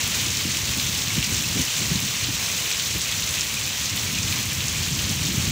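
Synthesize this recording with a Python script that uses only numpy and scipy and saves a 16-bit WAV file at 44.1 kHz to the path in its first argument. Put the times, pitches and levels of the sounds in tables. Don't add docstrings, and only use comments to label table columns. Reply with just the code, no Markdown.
import sys
import numpy as np
from scipy import signal
from scipy.fft import rfft, irfft
from scipy.io import wavfile

SR = 44100
rng = np.random.default_rng(int(sys.argv[2]) if len(sys.argv) > 2 else 0)


def unload_wav(signal):
    wavfile.write(
        sys.argv[1],
        SR,
        np.round(np.clip(np.atleast_2d(signal).T, -1, 1) * 32767).astype(np.int16),
    )


N = 242987


def from_db(db):
    return 10 ** (np.asarray(db) / 20)


def unit_power(x):
    return x / np.sqrt(np.mean(x ** 2) + 1e-20)


def drift(per_s):
    step, settle = 40, 2000
    pole = np.exp(-2 * np.pi * step * per_s / SR)
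    slow = signal.lfilter([1], [1, -2 * pole, pole ** 2], rng.standard_normal(N // step + settle + 2))
    slow = unit_power(slow[settle:])
    return np.interp(np.arange(N) / step, np.arange(len(slow)), slow)


def coloured(x, spectrum):
    hz, level_db = np.transpose(spectrum)
    bins_hz = np.maximum(np.fft.rfftfreq(N, 1 / SR), 1)
    gain = from_db(np.interp(np.log(bins_hz), np.log(hz), level_db))
    return unit_power(irfft(rfft(x) * gain, N))


def filtered(x, hz, kind, order=2):
    return signal.sosfilt(signal.butter(order, hz, kind, fs=SR, output="sos"), x + 1e-18)


def band(x, hz, octaves):
    return filtered(x, [hz * 2 ** (-octaves / 2), min(hz * 2 ** (octaves / 2), .47 * SR)], "band")


def add_at(out, at, sound):
    out[at:at + len(sound)] += sound[:N - at]


# f/Hz, relative level/dB
RAIN_SPECTRUM = [(150, -15), (480, -5.5), (730, -8), (1100, -4), (1400, -5.5), (2500, 0), (4200, -0.3),
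                 (4800, -3.5), (6100, 0.23), (7400, -2.5), (9100, -12), (12300, -16), (15400, -8)]


def far_hiss(waver_db):
    noise = rng.standard_normal(N) * from_db(waver_db * drift(per_s=2.8))
    return coloured(noise, RAIN_SPECTRUM)


def drop_energies(per_s, spread_db):
    amplitudes = from_db(spread_db * np.minimum(rng.exponential(1, N), 3.5))
    return (rng.random(N) < per_s / SR) * amplitudes ** 2


def die_away(energies, decay_s):
    pole = np.exp(-1 / (decay_s * SR))
    return signal.lfilter([1 - pole], [1, -pole], energies + 1e-18)


def patter(per_s_per_band, spread_db, impact_s, spray_s, spray_ratio, octaves):
    out = np.zeros(N)
    for hz in np.geomspace(2200, 14000, num=9):
        drops = drop_energies(per_s_per_band, spread_db)
        power = die_away(drops, impact_s) + spray_ratio * die_away(drops, spray_s)
        bursts = np.sqrt(power) * rng.choice([-1, 1], N)
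        out += band(unit_power(bursts), hz, octaves)
    return coloured(out, RAIN_SPECTRUM)


def ticks(per_s, spread_db, low_hz):
    clicks = np.sqrt(drop_energies(per_s, spread_db)) * rng.choice([-1, 1], N)
    return coloured(filtered(clicks, low_hz, "high"), RAIN_SPECTRUM)


def bubble(hz, decay_cycles):
    t = np.arange(SR // 30) / SR
    age = t * hz / decay_cycles
    return np.exp(-age) * np.sin(2 * np.pi * hz * t * (1 + .012 * age))


def plinks(per_s, spread_db, decay_cycles, low_hz, high_hz):
    out = np.zeros(N)
    for when, size, pitch in rng.random((int(per_s * N / SR), 3)):
        hz = low_hz * (high_hz / low_hz) ** pitch
        amplitude = from_db(spread_db * min(-np.log(size), 3.2))
        add_at(out, int(when * N), amplitude * bubble(hz, decay_cycles))
    return unit_power(out)


# t/s, relative level/dB
WIND_STRENGTH = [(0, -32.5), (0.75, -31.5), (1.1, -32), (1.25, -30.5), (1.62, -30), (1.7, -43.5),
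                 (1.8, -31), (2.1, -32), (2.18, -38), (2.26, -33), (2.72, -40.5), (2.95, -34.5),
                 (3.1, -36.5), (3.85, -35.5), (4.2, -29.5), (4.5, -32.5), (5.5, -26.5)]
# f/Hz, relative level/dB
WIND_SPECTRUM = [(20, -20), (35, -14), (62, -3), (90, 1), (135, -0.5), (220, -6.5), (340, -16),
                 (600, -34.5), (1200, -63)]


def wind_rumble(flutter_db):
    eddies = rng.standard_normal(N) * from_db(flutter_db * drift(per_s=32))
    level_db = np.interp(np.arange(N) / SR, *np.transpose(WIND_STRENGTH))
    return from_db(level_db) * coloured(eddies, WIND_SPECTRUM)


# t/s, relative level/dB, centre f/Hz
FAT_DROPS = [(0.075, -33, 13500), (0.245, -28, 6950), (0.303, -31, 6450), (0.371, -25, 5860),
             (0.571, -25, 6500), (0.798, -23, 3250), (0.952, -28, 3600), (1.227, -22.5, 2800),
             (1.243, -22, 4600), (1.618, -24, 6000), (2.715, -29, 6000), (2.797, -24, 3640),
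             (3.016, -24.5, 6300), (3.123, -27, 3050), (3.409, -24, 5850), (3.857, -24.5, 4970),
             (3.962, -30, 13700), (4.23, -24.5, 6100), (4.325, -26, 2880), (4.605, -25.5, 2980),
             (4.683, -23.5, 6000), (4.991, -24, 2970), (5.094, -29, 6600)]


def splats(impact_s, spray_s, spray_db, octaves):
    out, t = np.zeros(N), np.arange(SR // 10) / SR
    envelope = np.exp(-t / impact_s) + from_db(spray_db) * np.exp(-t / spray_s)
    for start_s, level_db, hz in FAT_DROPS:
        burst = band(envelope * rng.choice([-1, 1], len(t)), hz, octaves)
        add_at(out, round(start_s * SR), from_db(level_db) * unit_power(burst))
    return out


# t/s at the crest, relative level/dB
STRONG_EDDIES = [(0.269, -26.5), (0.454, -19), (0.774, -23), (1.177, -16), (1.32, -20), (1.561, -17),
                 (1.596, -16), (1.816, -20.5), (1.914, -16.5), (1.951, -18.5), (2.29, -22), (2.955, -22.5),
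                 (5.099, -22), (5.29, -21.5), (5.343, -22), (5.378, -15.5)]


def buffets(hz, octaves, swell_s, top_hz):
    out, t = np.zeros(N), np.arange(SR // 8) / SR
    envelope = t / swell_s * np.exp(-t / swell_s)
    for crest_s, level_db in STRONG_EDDIES:
        puff = band(envelope * rng.standard_normal(len(t)), hz, octaves)
        add_at(out, round((crest_s - swell_s) * SR), from_db(level_db) * unit_power(puff))
    return filtered(out, top_hz, "low")


# t/s, relative level/dB, initial f/Hz
HEAVY_DRIPS = [(0.943, -23, 2890), (1.4413, -22, 2570), (1.6756, -22, 2920), (2.427, -32, 3070),
               (3.5681, -25, 2440), (4.182, -21.5, 2450)]


def drips(decay_cycles):
    out = np.zeros(N)
    for start_s, level_db, hz in HEAVY_DRIPS:
        add_at(out, round(start_s * SR), from_db(level_db) * bubble(hz, decay_cycles))
    return out


def shower_gain(start_db, easing_db_per_s, swell_db):
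    return from_db(start_db - easing_db_per_s * np.arange(N) / SR + swell_db * drift(per_s=7))


def scene():
    far = from_db(-3.5) * far_hiss(waver_db=0.44)
    near = from_db(-4.5) * patter(per_s_per_band=150, spread_db=4.2, impact_s=0.00092,
                                  spray_s=0.0087, spray_ratio=0.87, octaves=0.74)
    stones = from_db(-10.5) * ticks(per_s=500, spread_db=5.0, low_hz=5000)
    puddles = from_db(-15.5) * plinks(per_s=300, spread_db=4.0, decay_cycles=7, low_hz=2237, high_hz=8100)
    shower = shower_gain(start_db=-24, easing_db_per_s=0.3136, swell_db=0.56)
    rain = shower * (far + near + stones + puddles)
    rumble = from_db(-0.6) * wind_rumble(flutter_db=1.5)
    mud = from_db(-10.5) * splats(impact_s=0.0009, spray_s=0.022, spray_db=-11, octaves=0.74)
    puffs = from_db(-14.0) * buffets(hz=137, octaves=1.68, swell_s=0.0073, top_hz=453)
    rings = from_db(-0.5) * drips(decay_cycles=23)
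    return np.tile(rain + rumble + mud + puffs + rings, (2, 1))


def record(dry):
    low_hz, top_hz = 45, 15600
    lean = filtered(dry, low_hz, "high", order=3)
    return signal.sosfilt(signal.ellip(12, .1, 80, top_hz, fs=SR, output="sos"), lean)


dry = scene()
out = record(dry)
unload_wav(out)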